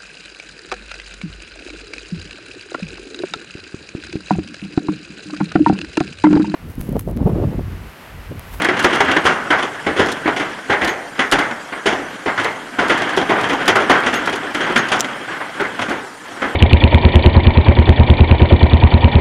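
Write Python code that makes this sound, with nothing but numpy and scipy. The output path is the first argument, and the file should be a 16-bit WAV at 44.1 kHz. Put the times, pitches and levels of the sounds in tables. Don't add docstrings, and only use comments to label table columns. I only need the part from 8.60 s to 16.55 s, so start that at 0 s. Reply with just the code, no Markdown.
import sys
import numpy as np
from scipy import signal
from scipy.fft import rfft, irfft, next_fast_len
from scipy.io import wavfile
from scipy.ndimage import uniform_filter1d, map_coordinates

SR = 44100
rng = np.random.default_rng(int(sys.argv[2]) if len(sys.argv) > 2 else 0)


def wav_record(signal):
    frames = np.transpose(np.atleast_2d(signal))
    bounded = np.clip(frames, -1, 1)
    quanta = np.round(bounded * 32767).astype(np.int16)
    wavfile.write(sys.argv[1], SR, quanta)


N = 350595


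def amp(db):
    return 10 ** (np.asarray(db) / 20)


def unit(x):
    return x / np.sqrt(np.mean(np.abs(x) ** 2) + 1e-20)


def along(points, hz):
    f, v = np.transpose(points)
    return np.interp(np.log(hz + 1), np.log(f + 1), v)


def filtered(x, response):
    m = next_fast_len(x.shape[-1] + 8192)
    spectrum = rfft(x, m) * response(np.fft.rfftfreq(m, 1 / SR))
    return irfft(spectrum, m)[..., :x.shape[-1]]


def wobble(rate):
    knots = rng.standard_normal(int(N * rate / SR) + 4)
    return map_coordinates(knots, [np.arange(N) * rate / SR])


def add(track, s, sound):
    part = track[round(s * SR):][:len(sound)]
    part += sound[:len(part)]


def patchy(spectrum, patchy_db):
    z = signal.stft(rng.standard_normal(N + 512), nperseg=512)[2]
    field = uniform_filter1d(rng.standard_normal(z.shape), size=5, axis=0)
    field = uniform_filter1d(field, size=6, axis=1)
    noise = signal.istft(z * amp(patchy_db * unit(field)), nperseg=512)[1][:N]
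    return unit(filtered(noise, lambda hz: amp(along(spectrum, hz))))


def overlaid(start_fraction, swings):
    where = (start_fraction * N).astype(int) + np.arange(swings.shape[1])
    return unit(np.bincount(where.ravel(), swings.ravel(), minlength=N)[:N])


def rumble_db(s):
    # time_s, level_db
    roll_levels = [(0, -21.5), (.53, -20.5), (.75, -29.5), (1.7, -28.5), (2.6, -35.5), (3.7, -32.5),
                   (4.15, -32.5), (4.36, -22.5), (5.3, -22.5), (5.9, -27), (6.26, -20), (6.5, -28.5),
                   (7.2, -30.5), (7.5, -37), (7.95, -29.5)]
    return np.interp(s, *np.transpose(roll_levels))


def scattered(per_s, over_db, spread_db):
    draw = rng.random((int(per_s * N / SR), 2))
    s = .01 + draw[:, 0] * (N / SR - .02)
    return list(zip(s, rumble_db(s) + over_db + spread_db * (draw[:, 1] - .5)))


def grit(rate, spread_db, cycles):
    draw, t = rng.random((int(rate * N / SR), 3)), np.arange(SR // 50) / SR
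    hz = 900 * 4 ** draw[:, 1:2]
    size = amp(-spread_db * np.log(draw[:, 2:] + .02))
    envelope = size * np.exp(-t * hz / cycles) * (1 - np.exp(-t / 0.00045))
    return overlaid(draw[:, :1], envelope * np.sin(2 * np.pi * hz * t))


def pings():
    # pitch_hz, level_db
    ping_modes = [(1540, -1), (1720, -4), (3220, -8.5)]
    per_s, t60_s = 45, 0.053
    draw, t = rng.random((int(per_s * N / SR), 4)), np.arange(SR // 12) / SR
    chosen = (draw[:, 1:2] * len(ping_modes)).astype(int)
    hz, db = np.transpose(ping_modes)[:, chosen]
    size_db = db - 2.5 * np.log(draw[:, 2:3] + .02)
    envelope = amp(size_db - 60 * t / t60_s) * (1 - np.exp(-t / .0015))
    detune = .98 + 0.038 * draw[:, 3:]
    return overlaid(draw[:, :1], envelope * np.sin(2 * np.pi * hz * detune * t))


def rumble(level_db, bumps_db):
    # (per Hz, relative)
    rumble_colour = [(15, -10), (45, -46), (110, -8), (230, -3.5), (290, 2.5), (360, -4), (550, -4),
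                     (740, -4.5), (1200, -4.5), (1570, -1.5), (2000, -5.5), (2550, -11.5), (3250, -10.5),
                     (3600, -20.5), (5800, -33), (9000, -90)]
    grit_db, ping_db = -17.0, -11.5
    body = patchy(rumble_colour, patchy_db=1.14)
    body = body + amp(grit_db) * grit(rate=150, spread_db=3.5, cycles=2.4)
    body = body + amp(ping_db) * pings()
    return amp(level_db + bumps_db) * body


def hiss(swing_db, bumps_db):
    # (per Hz, relative)
    hiss_colour = [(2000, -33), (3500, 2), (5000, 1), (7300, 0), (9100, 1), (10300, -10.5), (11300, -7),
                   (13000, -18), (16000, -26)]
    mean_db, follows = -45, 0.064
    return amp(mean_db + follows * swing_db + 0.17 * bumps_db) * patchy(hiss_colour, patchy_db=3.0)


def drone(swing_db):
    # (per Hz, relative)
    drone_colour = [(12, -8), (25, 9), (60, -17), (110, -8), (200, -40), (400, -100)]
    mean_db, follows = -54, .5
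    return amp(mean_db + follows * swing_db) * patchy(drone_colour, patchy_db=-1.0)


def rolling():
    level_db = rumble_db(np.arange(N) / SR)
    swing_db = level_db - level_db.mean()
    bumps_db = 1.22 * wobble(11) + 1.5 * wobble(90)
    return rumble(level_db, bumps_db) + hiss(swing_db, bumps_db) + drone(swing_db)


def knock(s, db, thump_db, bright_db, length, thump_hz):
    # centre_hz, width_hz, level_db
    trough_modes = [(110, 70, -36), (274, 40, 6), (383, 67.4, 13), (753, 200, -1), (1067, 610, -4.5),
                    (1483, 318, 0.5), (2017, 294, 0), (2150, 68, -29), (2770, 90, -20), (3160, 220, -30)]
    # frequency_hz, t60_s
    ring_decay = [(100, 1), (300, 0.3), (800, 0.49), (1800, 0.35), (3300, 0.18), (6000, 0.27),
                  (13000, 0.024)]
    # (per Hz, relative)
    treble_colour = [(1470, -38), (2500, -0.5), (3330, 7.5), (3920, -9.5), (6550, -10.5), (8140, -19.5),
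                     (9220, -10.5), (16000, -64)]
    # start_s, pitch_hz
    panel_pitches = [(0, 1970), (.6, 1540), (2.05, 1850), (3.5, 900), (4.1, 1500), (4.45, 806),
                     (5.05, 1430), (5.68, 800), (5.8, 1354), (6.6, 1520)]
    rise_ms, rise_grows = 2.52, 1
    low_modes_db = 3.5
    t = np.arange(SR // 2) / SR
    centre, width, level_db = np.transpose(trough_modes)[:, :, None]
    panel_hz = [hz for start, hz in panel_pitches if start <= s][-1] * rng.normal(1, .06)
    hz, frames, z = signal.stft(rng.standard_normal(len(t)), SR, nperseg=256)

    strengths = amp(level_db + 2.1 * rng.standard_normal(level_db.shape))
    strengths = strengths * np.where(centre < 500, amp(thump_db + low_modes_db), 1)
    damping = (hz * width) ** 2
    resonance = damping / ((centre ** 2 - hz ** 2) ** 2 + damping)
    power = np.sum(strengths ** 2 * resonance, axis=0)
    power = power * (1 + 0.9 * np.exp(-((hz - panel_hz) / 260) ** 2))
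    power = power / (1 + (hz / 3800) ** 8) * hz ** 4 / (hz ** 4 + 95 ** 4)
    colour = np.sqrt(power + amp(bright_db + along(treble_colour, hz)) ** 2)

    decay_db = -60 * frames / (max(length, .1) * along(ring_decay, hz)[:, None])
    chatter = amp(1.56 * rng.standard_normal(len(frames)))
    blow = np.sqrt(chatter) * amp(decay_db) + 0.98 * chatter * amp(3.6 * decay_db)
    ring = signal.istft(z * colour[:, None] * blow, SR, nperseg=256)[1][:len(t)]

    thump = amp(thump_db - 60 * t / 0.16) * np.sin(2 * np.pi * thump_hz * t)

    pitch = centre[3:] * (1 + 0.055 * rng.standard_normal(centre[3:].shape))
    clang_envelope = amp(-16.5) * strengths[3:] * amp(-60 * t / (0.19 * length))
    clang = np.sum(clang_envelope * np.sin(2 * np.pi * pitch * t), axis=0)

    attack_ms = max(rise_ms * max(length, .1) ** rise_grows, .2)
    return amp(db) * (ring + thump + clang) * (1 - np.exp(-t * 1000 / attack_ms))


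def knocks():
    # start_s, level_db,
    # thump_db and treble_db (relative to level_db), length_factor, thump_hz
    wheel_blows = [(.018, -10, -7.5, -10, 0.94, 294), (.05, -8, -9, -12, .78, 319),
                   (.088, -5, -7.5, -12, 0.65, 363), (.167, -15, -8, -9, 1.7, 221),
                   (0.194, -10.5, -11, -8, 0.59, 307), (.245, 1, -9, -9.5, 0.63, 369),
                   (.328, -9.5, -8.5, -8.5, 2, 353), (.406, -1, -10, -10.5, 0.62, 404),
                   (.482, -10.5, -6, -16, 1.8, 275), (.516, -7.5, -12, -6.5, 0.43, 273),
                   (.566, -4, -8, -11.5, 0.65, 320), (.653, -2.8, -9.5, -9.5, 1.9, 254),
                   (.905, -5.5, -9, -11.5, 1.15, 299), (.924, -6.5, -16.5, -27, 1.35, 462),
                   (.983, -13.5, -11, -9.5, 1.8, 277), (1.027, -12, -9, -6.5, 1.08, 359),
                   (1.266, -6, -7.5, -15.5, 1.15, 271), (1.364, -12.5, -5, -8.5, 2.2, 403),
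                   (1.394, -6, -3.5, -8.5, 1.6, 396), (1.486, -17, -3.5, -1.5, 1.07, 330),
                   (1.659, -11.5, 2.5, -33, 0.95, 308), (1.677, -6, -10, -17.5, 0.83, 406),
                   (1.764, -12, -12, -7.5, 1.25, 390), (1.798, -11.5, -6, -8.5, 1.34, 293),
                   (2.098, -4, -8.5, -17, 1.46, 406), (2.123, -8.5, -12.5, -16, 1.26, 406),
                   (2.213, -10, -7, -12, 2.57, 260), (2.28, -11.5, -15, -9, 1.1, 420),
                   (2.582, -21, -10, -17, .7, 455), (2.593, -4.5, -10, -10, 1.3, 271),
                   (2.721, -2, -7.5, -8.5, 1.22, 276), (2.784, -9, -8.5, -12.5, 2.2, 293),
                   (2.912, -12, -13, -16, 0.39, 231), (3.123, -16.5, -11, -46, 1.8, 277),
                   (3.259, -3.5, -7, -7, 1.62, 403), (3.329, -11.5, -6, -9.5, 0.65, 279),
                   (3.384, -23, -1.5, -20, 1.7, 287), (3.661, -10.5, -5, -15, 0.97, 422),
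                   (3.679, -11, -14, -27, 1.25, 436), (3.778, -13, -15, -9, 1.3, 342),
                   (3.798, -14.5, -5.5, -6, 1.44, 284), (3.847, -10.5, -9.5, -14, 1.64, 440),
                   (4.186, -6.5, -8, -14, 2, 285), (4.295, -6.5, -7, -8, 1.67, 401),
                   (4.383, -17, -9, -8, 1.1, 458), (4.421, -7, -15, -12, 0.45, 290),
                   (4.491, -16, -14, -8, 1.4, 376), (4.573, -9, -1.5, -5.5, 1.08, 385),
                   (4.615, -13.5, -1, -8, 0.54, 268), (4.695, -7, -5.5, -16, 1.4, 391),
                   (4.78, -11.5, -7.5, -21, 0.89, 422), (4.834, -13, -4.5, -7, 1.25, 411),
                   (4.897, -8.5, -7.5, -9, 1.16, 288), (4.932, -10.5, -9.5, -8, 0.62, 280),
                   (5.08, 0, -12.5, -6.5, 0.79, 395), (5.102, -9.5, -17, -7.5, 0.62, 407),
                   (5.156, -4.5, -8, -14, 1.3, 392), (5.2, -14, -3.5, -7.5, 1.8, 421),
                   (5.297, 0.1, -9.5, -11, 1.3, 262), (5.353, -7.5, -26, -21, 1, 433),
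                   (5.436, -11, -10, -14, 1.2, 366), (5.464, -5.5, -8, -9, 1.2, 249),
                   (5.528, -12.5, -5, -8.5, 2.7, 241), (5.675, -10, -13, -12, 0.69, 264),
                   (5.727, -12.5, -5, -6, 0.89, 389), (5.829, -16, -9, -14, 0.97, 398),
                   (5.948, -11.5, -6, -7.5, 0.88, 301), (6.007, -14, -9, -5.5, 1, 380),
                   (6.097, -15, -2, -12, 1.3, 357), (6.161, -4, -8, -5, 0.85, 236),
                   (6.287, -20, -9, 1, .65, 373), (6.319, -6, -11, -4, 1.15, 412),
                   (6.447, -13, -9, -6, 0.39, 271), (6.709, -18.5, -16, -24, 1.4, 360),
                   (6.803, -18, -17, -27, 1.8, 410), (6.999, -9, -7.5, -21, 1.32, 406),
                   (7.05, -14.5, -23, -27, 0.71, 410), (7.192, -12.5, -11.5, -10.5, 1.01, 233),
                   (7.217, -13, -9.5, -4.5, .89, 302), (7.285, -12.5, -8, -18, 0.8, 218),
                   (7.303, -13, -6.5, -14, 1.95, 283), (7.654, -25.5, -27, -11, 1.2, 285),
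                   (7.82, -11.5, -5.5, -13.5, 1.3, 270), (7.845, -12, -10.5, -27, 1.06, 414)]
    out = np.zeros(N)
    chance = scattered(per_s=4.6, over_db=5, spread_db=5)
    small = [(s, db, -12, -12, 1.05, rng.uniform(244, 416)) for s, db in chance]
    for s, *blow in wheel_blows + small:
        add(out, s - .002, knock(s, *blow))
    return out


def rattles():
    # start_s, level_db (before the colour)
    loose_parts = [(0.02, -17), (0.046, -12), (.192, -10), (.2269, -14), (.242, -11), (0.3507, -11),
                   (.404, -21), (.512, -16), (0.642, -19), (1.461, -16), (1.5174, -9), (2.246, -12),
                   (2.273, -12), (2.714, -6.5), (2.723, -5), (2.787, -12), (3.265, -13), (3.8358, -12.5),
                   (4.2797, -19), (4.375, -18), (4.4194, -25), (4.4912, -21), (4.565, -13), (4.809, -19),
                   (4.8883, -14), (5.056, -19), (5.078, -4), (5.155, -7.5), (5.539, -15), (5.6576, -18),
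                   (5.6965, -18), (5.7548, -16), (5.947, -16), (6.1769, -10.5), (6.285, -20),
                   (6.3604, -17.5), (7.007, -21), (7.214, -25), (7.293, -13.5)]
    # (per Hz, relative)
    snap_colour = [(2000, -26), (3500, -2.5), (6000, -10), (9500, -12.5), (12500, -24.5), (16000, -36)]
    t60_s = 0.063
    chatter_s, chatter_db = .0025, 4.5
    out, t = np.zeros(N), np.arange(SR // 5) / SR
    for s, db in loose_parts + scattered(per_s=7.6, over_db=-6, spread_db=9):
        envelope = amp(db - 60 * t / t60_s) * np.minimum(t / 0.00076, 1)
        add(out, s, envelope * rng.standard_normal(len(t)))
    out = out * amp(chatter_db * wobble(1 / chatter_s))
    return filtered(out, lambda hz: amp(along(snap_colour, hz)))


def thuds():
    # start_s, level_db, pitch_hz
    sled_drops = [(.089, -28, 108), (.454, -25.5, 83.4), (.643, -22, 87), (.909, -28, 95),
                  (1.268, -26, 80.7), (1.388, -18, 91.5), (2.096, -26, 85), (2.219, -22.5, 74),
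                  (2.719, -19, 40.4), (3.779, -25, 109), (4.289, -28, 107), (4.816, -25, 111),
                  (5.101, -26.5, 105), (5.3, -23, 107), (5.459, -31, 91.5), (7.199, -28, 105)]
    out, t = np.zeros(N), np.arange(SR // 4) / SR
    for s, db, hz in sled_drops:
        envelope = amp(db - 60 * t / 0.21) * (1 - np.exp(-t / 0.0071))
        add(out, s, envelope * np.sin(2 * np.pi * hz * t))
    return out


def bar():
    # start_s, level_db, pitch_hz
    bar_jolts = [(.2, -25, 2790), (0.334, -23, 2790), (0.521, -22, 2770), (.7, -25, 2770),
                 (5.54, -22.5, 2790)]
    out, t = np.zeros(N), np.arange(SR // 4) / SR
    for s, db, hz in bar_jolts:
        drift = np.cumsum(rng.normal(0, 0.0089, len(t)))
        envelope = amp(db - 60 * t / 0.27) * (1 - np.exp(-t / 0.002))
        add(out, s, envelope * np.sin(2 * np.pi * hz * t + drift))
    return out


def chinks():
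    # start_s, level_db, top_modes_db
    part_blows = [(.255, -40, 0), (1.765, -41, -6), (2.29, -31, 3), (4.925, -41, 5), (5.55, -32, 6),
                  (5.75, -41, -2), (6.03, -34, -14), (6.18, -28, -10)]
    # pitch_hz, level_db, t60_s
    part_modes = [(4120, -5, .07), (6500, 2, 0.13), (7600, -10, .05), (12200, -9, 0.11), (15200, -22, .1)]
    out, t = np.zeros(N), np.arange(SR // 4) / SR
    for s, db, top_db in part_blows:
        for hz, mode_db, t60 in part_modes:
            level_db = db + mode_db + top_db * (hz > 10000) + rng.normal(0, 2)
            drift = np.cumsum(rng.normal(0, 0.064, len(t)))
            envelope = amp(level_db - 60 * t / t60) * (1 - np.exp(-t / 0.0034))
            add(out, s, envelope * np.sin(2 * np.pi * hz * t + drift))
    return out


def ticks():
    # start_s, level_db (before the colour)
    strip_brushes = [(6.393, -18), (6.399, -8), (6.407, 3), (6.413, -12)]
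    # frequency_hz, gain_db
    tick_colour = [(1500, -30), (3500, -1), (5000, 2), (7200, 6), (11000, -16.0), (16000, -16)]
    out, t = np.zeros(N), np.arange(SR // 50) / SR
    for s, db in strip_brushes:
        add(out, s, amp(db - 60 * t / 0.0059) * rng.standard_normal(len(t)))
    return filtered(out, lambda hz: amp(along(tick_colour, hz)))


def scene():
    return (rolling() + knocks() + rattles() + thuds() + bar() + chinks() + ticks())[None]


def record(dry):
    clip_level, top_hz = .72, 15900

    def input_response(hz):
        notch = 1 - .8 * np.exp(-((hz - 8270) / 230) ** 2)
        return notch * hz ** 2 / (hz ** 2 + 30 ** 2)

    x = filtered(dry, input_response)
    x = x / (1 + np.abs(x / clip_level) ** 16) ** (1 / 16)
    return filtered(x, lambda hz: np.clip((top_hz - hz) / 150, 0, 1))


dry = scene()
out = record(dry)
wav_record(out)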